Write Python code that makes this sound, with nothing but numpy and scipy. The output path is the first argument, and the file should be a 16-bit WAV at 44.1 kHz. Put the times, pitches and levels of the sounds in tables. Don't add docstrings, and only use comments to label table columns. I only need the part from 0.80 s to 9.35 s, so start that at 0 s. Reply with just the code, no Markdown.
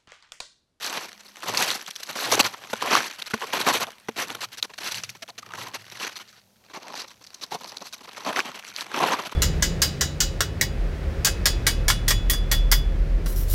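import sys
import numpy as np
from scipy import signal
from scipy.fft import rfft, irfft, next_fast_len
from scipy.io import wavfile
from scipy.ndimage import map_coordinates

SR = 44100
rng = np.random.default_rng(int(sys.argv[2]) if len(sys.argv) > 2 else 0)


def int16_out(signal):
    q = np.round(np.clip(np.atleast_2d(signal).T, -1, 1) * 32767)
    wavfile.write(sys.argv[1], SR, q.astype(np.int16))


N = 377055


def amp(db):
    return 10 ** (np.asarray(db) / 20)


def unit(x):
    return x / np.sqrt(np.mean(x ** 2) + 1e-20)


def envelope(rows):
    return amp(np.interp(np.arange(N) / SR, *np.transpose(rows)))


def wobble(rate_hz):
    knots = rng.standard_normal(int(N * rate_hz / SR) + 4)
    return map_coordinates(knots, [np.arange(N) * rate_hz / SR])


def coloured(x, spectrum):
    size = 2 * next_fast_len(N // 2 + 4096)
    hz, db = np.transpose(spectrum)
    gain = amp(np.interp(np.log(np.fft.rfftfreq(size, 1 / SR) + 1), np.log(hz + 1), db))
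    cepstrum = irfft(np.log(gain + 1e-6), size)
    cepstrum[1:size // 2] *= 2
    cepstrum[size // 2 + 1:] = 0
    return irfft(rfft(x, size) * np.exp(rfft(cepstrum)), size)[:N]


# time_s, gain_db
FLAKE_GAIN = [(0, 1.5), (1, 0), (2.3, 3.5), (3.4, 2), (4.1, 1), (5.3, 3), (6.3, -2.5), (7.2, -4),
              (7.6, 3.5), (8.3, 3)]


def grain_levels(time_s, level_db, brightness_db):
    flakes_db = np.interp(time_s, *np.transpose(FLAKE_GAIN)) + 0.18 * brightness_db
    return level_db + np.array([[-brightness_db / 2], [flakes_db], [brightness_db / 2]])


# full_load_s, level_db, brightness_db, length_s
FOOTFALLS = [(0.096, -39.5, 0.5, 0.74), (0.818, -29.5, -1, 0.51), (1.222, -55.5, 15, 1),
             (1.524, -33, -2.5, 0.8), (1.84, -47.5, -3, .4), (2.14, -25, -4.5, 0.36), (2.406, -52, 4, 0.29),
             (2.623, -45.5, 2, 0.8), (2.896, -34.5, -4.5, 0.58), (3.51, -42.5, -2, 0.51),
             (4.14, -43.5, 7, 0.57), (4.805, -43.5, -8, 0.53), (5.232, -44.5, 4.5, 0.66),
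             (6.102, -44, -4.5, 0.62), (6.553, -56.5, 6, 0.57), (6.875, -47, 0, 1),
             (7.565, -41.5, -5, 0.85), (7.87, -52, 6, .25), (8.28, -30, -9, .55)]


def step_power():
    load_share = 0.49
    swing_db = 23 * np.array([[1.29], [1], [1]])
    t, power = np.arange(N) / SR, 1e-9
    for full_load_s, level_db, brightness_db, length_s in FOOTFALLS:
        away = np.maximum((full_load_s - t) / load_share, (t - full_load_s) / (1 - load_share)) / length_s
        power = power + amp(grain_levels(full_load_s, level_db, brightness_db) - swing_db * away) ** 2
    return power


def crystal_pops(count, decay_s):
    when, size = rng.random((count, 2)).T
    pops = np.bincount((when * N).astype(int), -np.log(size + 0.03), N)
    spikes = signal.lfilter([1], [1, -np.exp(-1 / (decay_s * SR))], pops)
    return spikes / spikes.mean()


# start_s, hold_s, level_db, brightness_db
CRUST_BREAKS = [(0.019, 0.011, -41, 14), (0.034, 0.039, -38.5, 12), (0.127, 0.049, -35, -2),
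                (0.191, 0.06, -41.5, -0.5), (0.283, 0.0092, -46, 6), (0.394, 0.016, -53.5, 8),
                (0.447, 0.014, -52.5, 9), (0.48, 0.019, -54, 7), (0.57, 0.019, -56, 0),
                (0.63, 0.012, -35.5, -7), (0.658, 0.042, -36, -3.5), (0.727, 0.025, -40.5, -15),
                (0.772, 0.0062, -32.5, 15.5), (0.797, 0.042, -33.5, 9), (0.873, 0.047, -32.5, 6),
                (0.942, 0.022, -35, 5.5), (0.983, 0.017, -47, 1), (1.074, 0.014, -40.5, 3),
                (1.104, 0.0064, -47, 21.5), (1.155, 0.0092, -48, 20.5), (1.198, 0.0087, -46.5, 7.5),
                (1.231, 0.0036, -41.5, 17.5), (1.288, 0.015, -35.5, -3.5), (1.354, 0.0076, -30.5, -2),
                (1.363, 0.093, -36, 3.5), (1.515, 0.033, -23.5, 0.5), (1.573, 0.007, -30.5, -11),
                (1.593, 0.015, -19, 1), (1.638, 0.029, -29.5, -2), (1.734, 0.011, -41.5, -4),
                (1.897, 0.021, -48, 8), (1.93, 0.0076, -30, -8), (1.966, 0.012, -48, 6),
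                (2.018, 0.01, -30.5, -2), (2.031, 0.039, -40, -24), (2.125, 0.05, -26.5, 2.5),
                (2.239, 0.035, -44, 12), (2.333, 0.021, -55, 13), (2.384, 0.016, -44.5, 4),
                (2.418, 0.0066, -36, 0), (2.461, 0.017, -43.5, 9.5), (2.505, 0.011, -42.5, 12),
                (2.54, 0.0026, -25.5, -11), (2.615, 0.028, -34.5, -13), (2.664, 0.046, -45.5, -2),
                (2.726, 0.051, -31, -4), (2.79, 0.029, -34, 4), (2.865, 0.04, -25, -8.5),
                (2.927, 0.045, -29, 0.5), (2.999, 0.032, -30, -3), (3.069, 0.016, -46.5, -14.5),
                (3.284, 0.0079, -33.5, -10.5), (3.36, 0.0062, -39, -5), (3.368, 0.065, -33, 1.5),
                (3.606, 0.033, -36, 7), (3.719, 0.025, -46, 10), (3.773, 0.021, -45.5, 11),
                (3.826, 0.0048, -33.5, 13.5), (3.838, 0.013, -38, 3.5), (3.895, 0.018, -49, -7),
                (3.935, 0.0056, -43.5, 7), (3.979, 0.0094, -38, 8.5), (4.003, 0.021, -42.5, 3),
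                (4.031, 0.055, -37.5, 8), (4.111, 0.015, -47, 27.5), (4.142, 0.016, -42.5, 20),
                (4.163, 0.027, -44, 13.5), (4.236, 0.011, -50, 24.5), (4.291, 0.009, -46, 22.5),
                (4.35, 0.0074, -46.5, -1), (4.422, 0.011, -42, 10.5), (4.479, 0.018, -48, 1),
                (4.579, 0.014, -44, 8.5), (4.623, 0.0079, -48.5, 4), (4.657, 0.011, -54, -4),
                (4.703, 0.008, -60, -20), (4.742, 0.012, -45, -2.5), (4.771, 0.066, -43.5, 6.5),
                (4.856, 0.031, -47, 2), (4.936, 0.026, -38, 2.5), (4.986, 0.03, -58, 11),
                (5.122, 0.0099, -50, 4), (5.147, 0.018, -50.5, 4.5), (5.198, 0.051, -38, 3.5),
                (5.267, 0.0094, -35.5, 5), (5.289, 0.0071, -40, -4), (5.356, 0.019, -43.5, 11),
                (5.395, 0.023, -47.5, 4), (5.477, 0.034, -63, 17), (5.53, 0.057, -62, 10),
                (5.897, 0.02, -54, 0), (5.934, 0.037, -42, -5.5), (6.024, 0.0055, -51, 6),
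                (6.05, 0.041, -51.5, -13), (6.153, 0.061, -42.5, 10.5), (6.236, 0.011, -44, -3),
                (6.277, 0.009, -54, 18), (6.294, 0.024, -53.5, 8), (6.408, 0.019, -55, 2),
                (6.442, 0.0077, -54, 14), (6.466, 0.006, -53.5, 23), (6.543, 0.0046, -53, 33),
                (6.612, 0.029, -41.5, 10), (6.714, 0.039, -34, -4), (6.807, 0.013, -42, -5),
                (6.841, 0.0063, -44, -1), (6.872, 0.023, -45, 15.5), (6.966, 0.0069, -44, 8),
                (7.004, 0.021, -44.5, -6.5), (7.04, 0.043, -49, 10), (7.126, 0.019, -41.5, 15.5),
                (7.179, 0.005, -49, 9), (7.206, 0.011, -48, -4), (7.232, 0.022, -48.5, 1),
                (7.277, 0.014, -49, -7), (7.316, 0.022, -53, 0), (7.368, 0.013, -45, 2.5),
                (7.397, 0.013, -46, -4), (7.421, 0.02, -47.5, -5), (7.446, 0.013, -38, -9),
                (7.462, 0.038, -32, -12.5), (7.558, 0.04, -31, -4), (7.649, 0.044, -40.5, -7.5),
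                (7.744, 0.023, -42.5, -1), (7.789, 0.0068, -40, 3), (7.855, 0.048, -53, 9),
                (7.938, 0.005, -48, -1), (7.955, 0.065, -41.5, 5), (8.141, 0.047, -34, -10),
                (8.202, 0.048, -30.5, -15.5), (8.301, 0.036, -33, -16), (8.386, 0.011, -35, -10.5),
                (8.417, 0.006, -45, 10.5), (8.453, 0.02, -39.5, -0.5), (8.515, 0.011, -40, -4)]


def crust_power():
    power = np.zeros((3, N))
    for start_s, hold_s, level_db, brightness_db in CRUST_BREAKS:
        rise_s, fall_s = 0.0056 + 0.26 * hold_s, 0.0058 + 0.56 * hold_s
        t = np.arange(round((hold_s + rise_s + fall_s) * SR)) / SR
        swell = np.clip(t / rise_s, 0, 1) ** 0.46
        release = np.clip(1 - (t - hold_s) / fall_s, 0, 1) ** 4
        first_crack = 0.31 * np.clip(1 - t / 0.0028, 0, 1)
        shape = swell * release + first_crack
        span = power[:, round(start_s * SR):][:, :len(t)]
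        span += amp(grain_levels(start_s, level_db, brightness_db)) ** 2 * shape[:span.shape[1]]
    return power


def fracture_amplitudes():
    steps = step_power()
    lightness = np.clip((-28 - 10 * np.log10(steps[1])) / 18, 0.1, 1)
    pop_share = np.array([[0.3], [0.55], [0.6]]) * lightness
    popping = 1 - pop_share + pop_share * crystal_pops(count=520, decay_s=0.00091)
    return np.sqrt(steps * popping + crust_power())


def grains(count, samples, low_hz, high_hz, decay_cycles, spread_db):
    when, size, pitch = rng.random((count, 3)).T[:, :, None]
    hz, n = low_hz + (high_hz - low_hz) * pitch, np.arange(samples)
    rings = np.sqrt(hz) * np.sin(2 * np.pi * hz * n / SR) * np.exp(-hz * n / SR / decay_cycles)
    rings *= amp(-spread_db * np.log(size + 3e-3))
    positions = (when * N).astype(int) + n
    return unit(np.bincount(positions.ravel(), rings.ravel(), N)[:N])


# frequency_hz, gain_db
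LUMP_SPECTRUM = [(71, -48.5), (120, -10.5), (225, -3.5), (622, -1), (1060, 3), (1400, -7.5), (1820, -23.5),
                 (3080, -120)]
# frequency_hz, gain_db
FLAKE_SPECTRUM = [(710, -24), (1200, 3.5), (2030, 2), (2630, 2), (3280, 0), (4200, -7.5), (5460, -28.5),
                  (9240, -120)]
# frequency_hz, gain_db
CRYSTAL_SPECTRUM = [(2240, -19), (3700, -1), (4360, 1.5), (5100, -3.5), (5900, -1), (6400, -3.5),
                    (6700, -10), (7900, -10), (8700, -20), (9560, -11.5), (10400, -17), (11400, -10),
                    (13600, -20.5), (15000, -25), (15800, -40)]
# time_s, gain_db
TREBLE_GAIN = [(0, 1), (1.7, 3.5), (2.1, 1), (3, 4), (4, 0), (5, 1), (6, -4.5), (7, -2), (7.8, 1.5)]


def crunch():
    clumps_db = 1.36 * wobble(60) + 1.01 * wobble(200)
    lumps = grains(count=9000, samples=460, low_hz=147, high_hz=1527, decay_cycles=2.6, spread_db=1)
    flakes = grains(count=24000, samples=160, low_hz=1253, high_hz=4355, decay_cycles=5.4, spread_db=1.56)
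    crystals = grains(count=60000, samples=75, low_hz=3665, high_hz=16000, decay_cycles=4.8, spread_db=4)
    sizes = [(lumps, LUMP_SPECTRUM, -4), (flakes, FLAKE_SPECTRUM, -4), (crystals, CRYSTAL_SPECTRUM, -3)]
    layers = []
    for amplitude, (crackle, spectrum, rustle_db) in zip(fracture_amplitudes(), sizes):
        rustle = amp(rustle_db) * rng.standard_normal(N)
        stream = (crackle + rustle) * amp(clumps_db + 1.03 * wobble(150))
        layers.append(coloured(amplitude * stream, spectrum) / np.std(coloured(stream, spectrum)))
    treble = signal.sosfiltfilt(signal.butter(4, 7000, "high", fs=SR, output="sos"), layers[2])
    return sum(layers) + (envelope(TREBLE_GAIN) - 1) * treble


# time_s, level_db
LOW_THUMPS = [(0.0, -62), (0.55, -83), (0.71, -51.5), (1.12, -86), (1.64, -45.5), (1.76, -68.5),
              (2.19, -54.5), (2.33, -79.5), (3.0, -50), (3.14, -76), (3.47, -54), (3.97, -73),
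              (4.19, -46.5), (4.52, -70), (4.81, -51), (5.5, -70.5), (7.9, -70.5), (8.24, -63.5)]
# frequency_hz, gain_db
THUMP_SPECTRUM = [(40, -16.5), (80, -18.5), (110, 5), (140, -8), (200, -7), (300, -40.5)]


def low_thumps():
    thump = unit(amp(1.8 * wobble(12)) * coloured(rng.standard_normal(N), THUMP_SPECTRUM))
    rumble = unit(coloured(rng.standard_normal(N), [(20, 21), (50, -2.5), (80, -4), (160, -49)]))
    return envelope(LOW_THUMPS) * thump + amp(-52) * rumble


# frequency_hz, gain_db
HISS_SPECTRUM = [(88, -60), (150, -13.5), (205, 6), (274, -11), (622, -5.5), (1590, -23), (6320, -14),
                 (7390, -20), (14600, -19.5), (15800, -30)]


def hiss():
    return amp(-64) * unit(coloured(rng.standard_normal(N), HISS_SPECTRUM))


# start_s, level_db, pitch_hz
SLAB_SNAPS = [(.065, -13, 6300), (.7736, -2.5, 4400), (.9044, -5, 3960), (1.065, -21, 3420),
              (1.1102, -20.5, 3300), (1.1622, -18, 3240), (1.2347, -24, 3830), (1.39, -16, 1470),
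              (1.5246, -9, 680), (1.5541, -7, 5970), (1.577, -13.5, 417), (1.6008, 1.5, 2780),
              (1.934, -16.5, 473), (2.0244, -8, 1000), (2.1528, 2, 1160), (2.172, -8.5, 1110),
              (2.205, -13, 1560), (2.4224, -11.5, 3700), (2.5398, -11, 1570), (2.6213, -18, 1690),
              (2.7335, -12, 3080), (2.9023, -15, 1170), (3.289, -21.5, 480), (3.8278, -1.5, 4010),
              (3.8478, -23, 1610), (3.9793, -24, 4300), (4.1449, -14, 2880), (4.1817, -23, 2520),
              (4.2388, -19, 2670), (4.2934, -19, 2480), (4.479, -29, 3540), (4.5037, -25, 4370),
              (4.5844, -25, 2820), (4.7371, -17, 1520), (5.9003, -35.5, 1520), (6.4414, -27, 5700),
              (6.467, -30, 5000), (6.5462, -24, 6000), (6.8444, -20, 4450), (6.9707, -16.5, 4170),
              (6.983, -26, 4500), (7.092, -33, 4500), (7.562, -9.5, 1910), (7.5918, -5, 1620),
              (7.6034, -6.5, 2430), (7.826, -28, 2400), (7.838, -28, 1600), (7.8683, -29, 2480),
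              (7.917, -30, 1460), (7.926, -30, 2400), (7.9632, -13, 4260), (7.986, -17.5, 2540),
              (8.0092, -13.5, 4000), (8.1445, -17, 2500), (8.3352, -12, 1560)]


def snaps():
    rings, spray = np.zeros((2, N + SR))
    t = np.arange(SR // 40) / SR
    spray_t60_s = 0.0043
    for start_s, level_db, pitch_hz in SLAB_SNAPS:
        start, cycles = round(start_s * SR), pitch_hz * t
        decay_cycles = 1.5 + 0.24 * pitch_hz / 1000
        shape = (1 - np.exp(-4 * cycles)) * np.exp(-cycles / decay_cycles)
        rings[start:][:len(t)] += amp(level_db) * shape * np.sin(2 * np.pi * cycles)
        spray[start:][:len(t)] += amp(level_db - 7 - 60 * t / spray_t60_s) * rng.standard_normal(len(t))
    rings = coloured(rings[:N], [(80, -26.5), (350, -0.5)])
    spray = coloured(spray[:N], [(300, -32), (1500, -18), (6300, 5), (7000, -5.5), (15800, -24)])
    return rings + spray


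# start_s, level_db
HEEL_SLAPS = [(1.932, -30), (2.537, -21), (3.286, -27)]
# pitch_hz, level_db, t60_s
DECK_MODES = [(227, -4, 0.088), (440, -4.5, 0.07), (990, -7, 0.023), (1457, 2, 0.02), (1980, 2.5, 0.018)]


def deck_slaps():
    out, t = np.zeros(N + SR), np.arange(SR // 8) / SR
    for start_s, level_db in HEEL_SLAPS:
        for pitch_hz, mode_db, t60_s in DECK_MODES:
            decay = amp(level_db + mode_db + 1.5 * rng.standard_normal() - 60 * t / t60_s)
            out[round(start_s * SR):][:len(t)] += decay * np.sin(2 * np.pi * pitch_hz * t)
    return out[:N]


# start_s, level_db, pitch_hz, length_s
GEAR_CREAKS = [(4.419, -41, 653, 0.026), (4.49, -45, 695, 0.025), (4.628, -35.5, 1233, 0.0081),
               (4.662, -46, 1265, 0.0074), (4.7, -46, 1260, 0.0095), (4.708, -37, 1227, 0.0083),
               (4.73, -40, 1272, 0.025), (4.778, -33, 1054, 0.012), (4.864, -34, 1020, .014),
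               (7.013, -40, 577, 0.012), (7.21, -48, 810, 0.013)]


def creaks():
    out = np.zeros(N + SR)
    for start_s, level_db, pitch_hz, length_s in GEAR_CREAKS:
        t = np.arange(round(length_s * SR)) / SR
        phase_drift = np.cumsum(0.033 * rng.standard_normal(len(t)))
        swell = amp(level_db) * np.sqrt(np.sin(np.pi * t / length_s))
        out[round(start_s * SR):][:len(t)] += swell * np.sin(2 * np.pi * pitch_hz * t + phase_drift)
    return out[:N]


def scene():
    return (crunch() + snaps() + creaks() + deck_slaps() + low_thumps() + hiss())[None]


def record(dry):
    bass_cut_hz, ceiling, top_hz = 80, 0.85, 15900
    thinned = signal.sosfilt(signal.butter(3, bass_cut_hz, "high", fs=SR, output="sos"), dry)
    rounded = thinned / (1 + np.abs(thinned / ceiling) ** 4) ** 0.25
    size = next_fast_len(N + 4096)
    passband = np.fft.rfftfreq(size, 1 / SR) < top_hz
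    return irfft(rfft(rounded, size) * passband, size)[:, :N]


dry = scene()
out = record(dry)
int16_out(out)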